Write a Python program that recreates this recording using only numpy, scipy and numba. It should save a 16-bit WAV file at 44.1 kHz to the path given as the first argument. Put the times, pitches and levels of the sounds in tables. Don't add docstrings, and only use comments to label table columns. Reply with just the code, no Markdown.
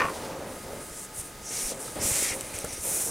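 import sys
import numpy as np
from scipy import signal
from scipy.fft import rfft, irfft
from scipy.io import wavfile
from scipy.ndimage import uniform_filter1d
from numba import njit

SR = 44100
rng = np.random.default_rng(int(sys.argv[2]) if len(sys.argv) > 2 else 0)


def field_ratio(decibels):
    return 10 ** (np.asarray(decibels, dtype=float) / 20)


def int16_out(signal):
    q = np.round(np.clip(np.atleast_2d(signal).T, -1, 1) * 32767)
    wavfile.write(sys.argv[1], SR, q.astype(np.int16))


N = 136710
T = np.arange(N) / SR


@njit
def svf(x, hz, width):
    y = np.empty(len(x))
    band, low = 0.0, 0.0
    for i in range(len(x)):
        g = np.tan(np.pi * hz[i] / SR)
        damping = width / hz[i]
        v = (band + g * (x[i] - low)) / (1 + g * (g + damping))
        band = 2 * v - band
        low = low + 2 * g * v
        y[i] = damping * v
    return y


def unit(x):
    return x / np.sqrt(np.mean(x ** 2))


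def colour(x, points):
    p = np.array(points, float)
    hz = np.maximum(np.fft.rfftfreq(N, 1 / SR), 1)
    gain_db = np.interp(np.log(hz), np.log(p[:, 0]), p[:, 1])
    return irfft(rfft(x) * field_ratio(gain_db), N)


def walk(rate):
    k = int(SR / rate)
    held = np.repeat(rng.standard_normal(N // 20), k)[:N]
    return unit(uniform_filter1d(uniform_filter1d(held, k), k))


def fibres(spread_db, flutter_hz, flutter_db):
    scatter_db = spread_db * np.minimum(rng.exponential(size=N), 4)
    size = field_ratio(scatter_db + flutter_db * walk(flutter_hz))
    return size * rng.standard_normal(N)


def strokes(rows):
    power = 0
    for start, rise, hold, fall, db in rows:
        corners = np.cumsum([start, max(rise, 1e-3), max(hold, 1e-3), max(fall, 1e-3)])
        shape = np.interp(T, corners, [0, 1, 1, 0])
        power = power + (field_ratio(db) * np.sin(shape * np.pi / 2) ** 2) ** 2
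    return np.sqrt(power)


def add(out, s, hz, t60, gain):
    i = max(int(s * SR) + 1, 0)
    t = T[i:i + int(1.5 * t60 * SR) + 2] - s
    out[i:i + len(t)] += gain * np.sin(2 * np.pi * hz * t) * np.exp(-np.log(1000) * t / t60)


def patchy(x, db):
    low = signal.sosfiltfilt(signal.butter(2, 6800, "low", fs=SR, output="sos"), x)
    high = signal.sosfiltfilt(signal.butter(2, 10500, "high", fs=SR, output="sos"), x)
    return sum(part * field_ratio(db * walk(16)) for part in (low, x - low - high, high))


def room():
    # hz, level_db
    air_spectrum, air_db = [(12, -56), (20, 2), (247, -2), (539, -3), (1110, -11.5), (1280, -8.5),
                            (2650, -15), (4200, -17.5), (6300, -15), (9500, -14), (13000, -21.5),
                            (15800, -20.5)], -44.5
    # hz, level_db (rms)
    whine = [(864, -58.5)]
    # hz, level_db (rms)
    fan = [(1637.4, -67), (2024.9, -67), (2111.9, -67), (4140, -71), (4610, -69)]
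    # multiple, level_db (rms)
    buzz, buzz_hz = [(1, -58), (2, -72), (3, -69), (4, -67), (5, -67), (7, -68), (8, -67), (9, -71),
                     (10, -70), (11, -74)], 1249.8
    drift_db = 0.6 * walk(6)
    out = field_ratio(air_db + drift_db) * unit(colour(rng.standard_normal(N), air_spectrum))
    for hz, db in whine:
        out = out + field_ratio(db) * unit(svf(rng.standard_normal(N), np.full(N, 1.0 * hz), 14.0))
    for hz, db in [(k * buzz_hz, db) for k, db in buzz] + fan:
        tone = np.sin(2 * np.pi * (hz * T + rng.random()))
        out = out + np.sqrt(2) * field_ratio(db + 2 * drift_db) * tone
    return out


def scissors():
    # start_s, level_db
    bounces = [(.0, -23), (.005, -17.5), (0.017, -23.5), (.019, -18.5), (.027, -28.5), (.036, -26),
               (0.042, -26), (0.048, -37), (0.053, -26), (0.066, -32), (0.084, -32), (.1, -38)]
    # pitch_hz, level_db, t60_s
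    modes = [(507, -24, 0.056), (890, -11, 0.04), (1076, -7, 0.14), (1230, -2.5, 0.026),
             (1450, -8.5, 0.051), (1834, -5, 0.03), (2086, -8, 0.026), (2390, -8, 0.038),
             (2750, -4.5, 0.016), (4500, -37, 0.013), (6200, -17, 0.011)]
    # start_s, rise_s, hold_s, fall_s, level_db
    blade = [
        (-.02, .02, 0.049, .09, -30.5),
    ]
    rattle_db, rattle_t60_s, rattle_hz = -31.5, 0.32, 1510.0
    chance = rng.standard_normal((len(bounces), len(modes), 2))
    rattle = unit(svf(fibres(3, 173, 3), np.full(N, rattle_hz), 1000.0))
    out = field_ratio(rattle_db) * np.exp(-np.log(1000) * T / rattle_t60_s) * rattle
    out = out + strokes(blade) * unit(svf(fibres(1.8, 60, 1.9), np.full(N, 1080.0), 70.0))
    for (s, db), row in zip(bounces, chance):
        for (hz, mode_db, t60), (a, b) in zip(modes, row):
            add(out, s, hz * (1 + 0.018 * a), t60, np.sign(a) * field_ratio(db + mode_db + 2.1 * b))
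    return out


def table():
    # start_s, rise_s, hold_s, fall_s, level_db
    drags = [(-.02, 0.017, 0.03, 0.11, -32.5), (.09, 0.015, 0.11, 0.41, -37.5),
             (.37, 0.031, 0.085, 0.19, -41), (.55, 0.095, 0.03, 0.06, -43),
             (.66, 0.044, 0.095, 0.086, -42.5), (1.5, 0.0098, 0.082, 0.31, -46),
             (1.69, 0.024, 0.073, 0.078, -42.5), (1.8, 0.012, 0.11, 0.029, -46),
             (1.95, 0.014, 0.085, 0.15, -36), (2.1, 0.065, 0.16, 0.21, -40.5),
             (2.28, 0.017, 0.044, 0.077, -45.5), (2.42, 0.019, 0.28, 0.051, -45.5),
             (2.83, 0.024, 0.045, 0.25, -39), (3.04, 0.032, .05, 0.066, -40.5)]
    # hz, level_db
    drag_spectrum = [(35, -54), (60, -8.5), (240, -5), (375, -3.5), (533, -2.5), (878, -9.5), (1100, -14),
                     (1810, -18), (5000, -32.5), (6500, -49), (11000, -120)]
    # start_s, rise_s, hold_s, fall_s, level_db
    paper = [
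        (.08, 0.05, .15, .2, -44.5),
        (.4, 0.054, 0.1, .15, -52),
        (1.95, 0.0092, .04, .05, -49),
    ]
    # start_s, peak_db, pitch_hz
    knocks, knock_t60_s = [(0.0173, -21, 1110), (.082, -31, 1120), (0.392, -32, 270), (.733, -29.5, 460),
                           (1.72, -29.5, 527), (1.88, -35, 1290), (1.967, -32, 543), (2.224, -26, 380),
                           (2.644, -25, 480), (2.643, -32.5, 151), (2.648, -34, 1380), (2.779, -35, 378)], 0.037
    # start_s, peak_db, pitch_hz
    thumps, thump_cycles = [(0.04, -32, 104), (0.178, -41, 70), (0.651, -39.5, 61.5), (0.901, -43, 40),
                            (1.187, -34, 76.4), (1.631, -34, 28.2), (1.995, -32, 106), (2.042, -29, 66.5),
                            (2.111, -25.5, 93), (2.309, -34.5, 81), (2.428, -38, 61), (2.539, -35, 73.6),
                            (2.648, -39, 55), (2.785, -36, 54.5)], 1.48
    drag = unit(colour(fibres(3.54, 90, 1.1), drag_spectrum))
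    out = strokes(drags) * field_ratio(0.32 * walk(29.93)) * drag
    out = out + field_ratio(-4.5) * svf(out, np.full(N, 535.0), 30.0)
    paper_hz = 930 * (1 + 0.052 * walk(11.1))
    out = out + strokes(paper) * unit(svf(fibres(4.7, 80, 1.2), paper_hz, 200.0))
    for s, db, hz in knocks:
        add(out, s, hz, knock_t60_s, field_ratio(db))
        add(out, s, 1.24 * hz, knock_t60_s * 1.4, 0.49 * field_ratio(db))
    for s, db, hz in thumps:
        u = np.clip((T - s) * hz / thump_cycles, 0, 1)
        out = out + field_ratio(db) * np.sin(np.pi * u) ** 2 * np.sin(2 * np.pi * hz * (T - s))
    return out


def fingers():
    # start_s, rise_s, hold_s, fall_s, level_db
    rubs = [(.02, 0.036, 0.18, .1, -49.5), (.42, 0.067, 0.15, 0.027, -50.5), (.69, 0.023, 0.1, .04, -52.5),
            (.79, 0.028, 0.056, 0.061, -46), (.84, 0.13, 0.077, .03, -48), (1.12, 0.04, 0.037, 0.049, -40),
            (1.16, 0.035, 0.015, 0.013, -36.5), (1.22, 0.0076, 0.029, 0.079, -43.5),
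            (1.78, 0.027, 0.025, 0.079, -37.5), (1.84, 0.026, 0.15, 0.056, -43),
            (2.33, 0.011, 0.016, 0.031, -36), (2.34, 0.046, 0.64, 0.04, -43),
            (2.565, 0.012, 0.033, 0.039, -42.5), (2.644, 0.00091, 0.003, 0.0034, -32),
            (2.725, 0.0036, 0.0081, 0.026, -38), (2.775, 0.0038, 0.019, 0.06, -44)]
    # hz, level_db
    rub_spectrum = [(1500, -19), (4800, -20), (5900, -12), (7500, -7), (9400, 0), (10800, -9), (13800, -17),
                    (15800, -22)]
    # start_s, rise_s, hold_s, fall_s, level_db
    scuff = [
        (.05, 0.1, 0.085, 0.18, -47),
    ]
    # start_s, peak_db, pitch_hz
    ticks = [
        (.0965, -33, 9300),
        (1.8795, -32, 9000),
        (2.4097, -18, 8300),
        (2.588, -19, 8500),
        (.898, -33, 9000),
        (2.648, -25, 8000),
    ]
    # ratio, level_db
    partners = [(0.68, -19), (1.2, -2), (1.5, -13), (0.38, -14)]
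    out = strokes(rubs) * unit(patchy(colour(fibres(0.79, 250, 0.65), rub_spectrum), 0.71))
    out = out + strokes(scuff) * unit(svf(fibres(6.0, 75.5, 1.0), np.full(N, 4500.0), 4800.0))
    for s, db, hz in ticks:
        for ratio, side_db in [(0.96, 0)] + partners:
            add(out, s, ratio * hz, 0.0055, field_ratio(db + side_db))
    return out


def thread():
    # start_s, rise_s, hold_s, fall_s, level_db
    pulls = [
        (.86, 0.12, 0.062, .04, -39.5),
        (2.53, 0.016, 0.012, .02, -36),
        (1.39, 0.084, 0.022, .04, -39.5),
        (1.45, 0.1, 0.07, 0.18, -31.5),
        (1.64, 0.03, 0.046, 0.022, -38),
        (1.72, 0.018, 0.042, 0.027, -45.5),
        (1.99, 0.059, 0.058, 0.063, -25.5),
        (2.1, 0.05, 0.064, 0.19, -25.5),
        (2.79, 0.061, 0.041, 0.065, -30.5),
        (2.86, 0.082, 0.13, 0.073, -29.5),
    ]
    # hz, level_db
    hiss_spectrum = [(2500, -17.5), (4900, -19), (5500, -11), (7000, -3.5), (9800, 0), (10900, -6),
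                     (13800, -10), (15800, -17)]
    # time_s, centre_hz
    centre = [(1.0, 8400), (1.45, 5970), (1.52, 7100), (1.62, 9200), (1.72, 8500), (1.98, 7960),
              (2.15, 8040), (2.3, 7800), (2.37, 8800), (2.84, 9200), (2.93, 9800), (3.1, 8800)]
    # start_s, rise_s, hold_s, fall_s, level_db
    taut_strokes = [
        (1.5, 0.018, 0.075, 0.25, -46),
        (1.96, 0.067, 0.12, 0.058, -44),
        (2.11, 0.03, 0.048, 0.05, -39.5),
        (2.2, 0.025, 0.097, 0.049, -37),
        (2.36, 0.035, 0.366, 0.075, -49.5),
        (2.53, .01, 0.037, 0.027, -44),
        (2.82, 0.011, 0.16, 0.12, -50),
    ]
    # start_s, rise_s, hold_s, fall_s, level_db
    rasp_strokes = [
        (1.5, 0.039, 0.068, 0.055, -47),
        (1.63, 0.042, 0.055, .02, -46.5),
        (1.83, .03, .03, .03, -50.5),
        (1.95, .015, .03, .03, -50),
        (2.0, 0.063, .1, .05, -42),
        (2.13, .04, .12, .06, -41),
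        (2.36, .03, 0.38, .06, -53.5),
        (2.83, 0.058, 0.16, .08, -53),
    ]
    # start_s, rise_s, hold_s, fall_s, level_db
    hole_strokes = [(.05, .05, .25, .3, -59), (.88, .06, .08, .04, -55), (1.39, 0.15, .07, 0.086, -38.5),
                    (1.62, 0.048, 0.052, .015, -41), (1.8, 0.018, 0.091, .05, -51.5),
                    (1.99, .03, 0.074, 0.054, -37), (2.1, 0.034, 0.15, .08, -38),
                    (2.36, .03, 0.11, .03, -52), (2.53, 0.013, .06, 0.055, -44.5),
                    (2.66, 0.022, 0.078, .03, -45), (2.75, .02, 0.073, .03, -48.5),
                    (2.83, 0.059, 0.19, .06, -42.5)]
    centre_hz = np.interp(T, *np.transpose(centre))
    hiss = unit(patchy(colour(fibres(2.6, 300, 0.86), hiss_spectrum), 1.0))
    hiss = unit(hiss + field_ratio(-10) * svf(hiss, centre_hz, 2600.0))
    air = signal.sosfiltfilt(signal.butter(2, 10300, "high", fs=SR, output="sos"), hiss)
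    speed = strokes(pulls)
    air_gain = (speed / speed.max()) ** 0.53 * (centre_hz / 8600) ** 3.7
    taut_hz = 2260 * (1 + 0.022 * walk(9.25))
    taut = unit(svf(fibres(1.7, 60.4, 0.6), taut_hz, 610.0))
    rasp = unit(svf(fibres(2.1, 70, 0.93), np.full(N, 4100.0), 1700.0))
    hole_hz, hole_width_hz = 5930 * (1 + 0.031 * walk(8.27)), 1860.0
    whistle = svf(fibres(2.7, 200, 1.6), hole_hz, hole_width_hz)
    whistle = unit(svf(whistle, hole_hz, hole_width_hz))
    out = speed * (hiss - air + air * air_gain)
    out = out + strokes(taut_strokes) * taut
    out = out + strokes(rasp_strokes) * rasp
    return out + strokes(hole_strokes) * whistle


def scene():
    # hz, level_db
    ports, ports_db = [(18, -31), (30, -1), (301, -0.5), (496, -0.5), (645, 0.5), (883, -8), (2460, -4.5),
                       (15800, -13)], -59
    low = table()
    mid = room() + scissors() + low + fingers() + thread()
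    side = field_ratio(ports_db) * unit(colour(rng.standard_normal(N), ports))
    side = side + field_ratio(-56.0) * low * walk(60)
    return np.array([mid + side, mid - side])


def roll_off(x):
    return signal.sosfilt(signal.butter(12, 15790, fs=SR, output="sos"), x)


def record(dry):
    ceiling = 0.3
    soft = ceiling * np.tanh(dry / ceiling)
    top_cut = signal.ellip(10, 0.2, 80, 15790, fs=SR, output="sos")
    mix = signal.sosfilt(top_cut, soft)
    return roll_off(mix)


dry = scene()
out = record(dry)
int16_out(out)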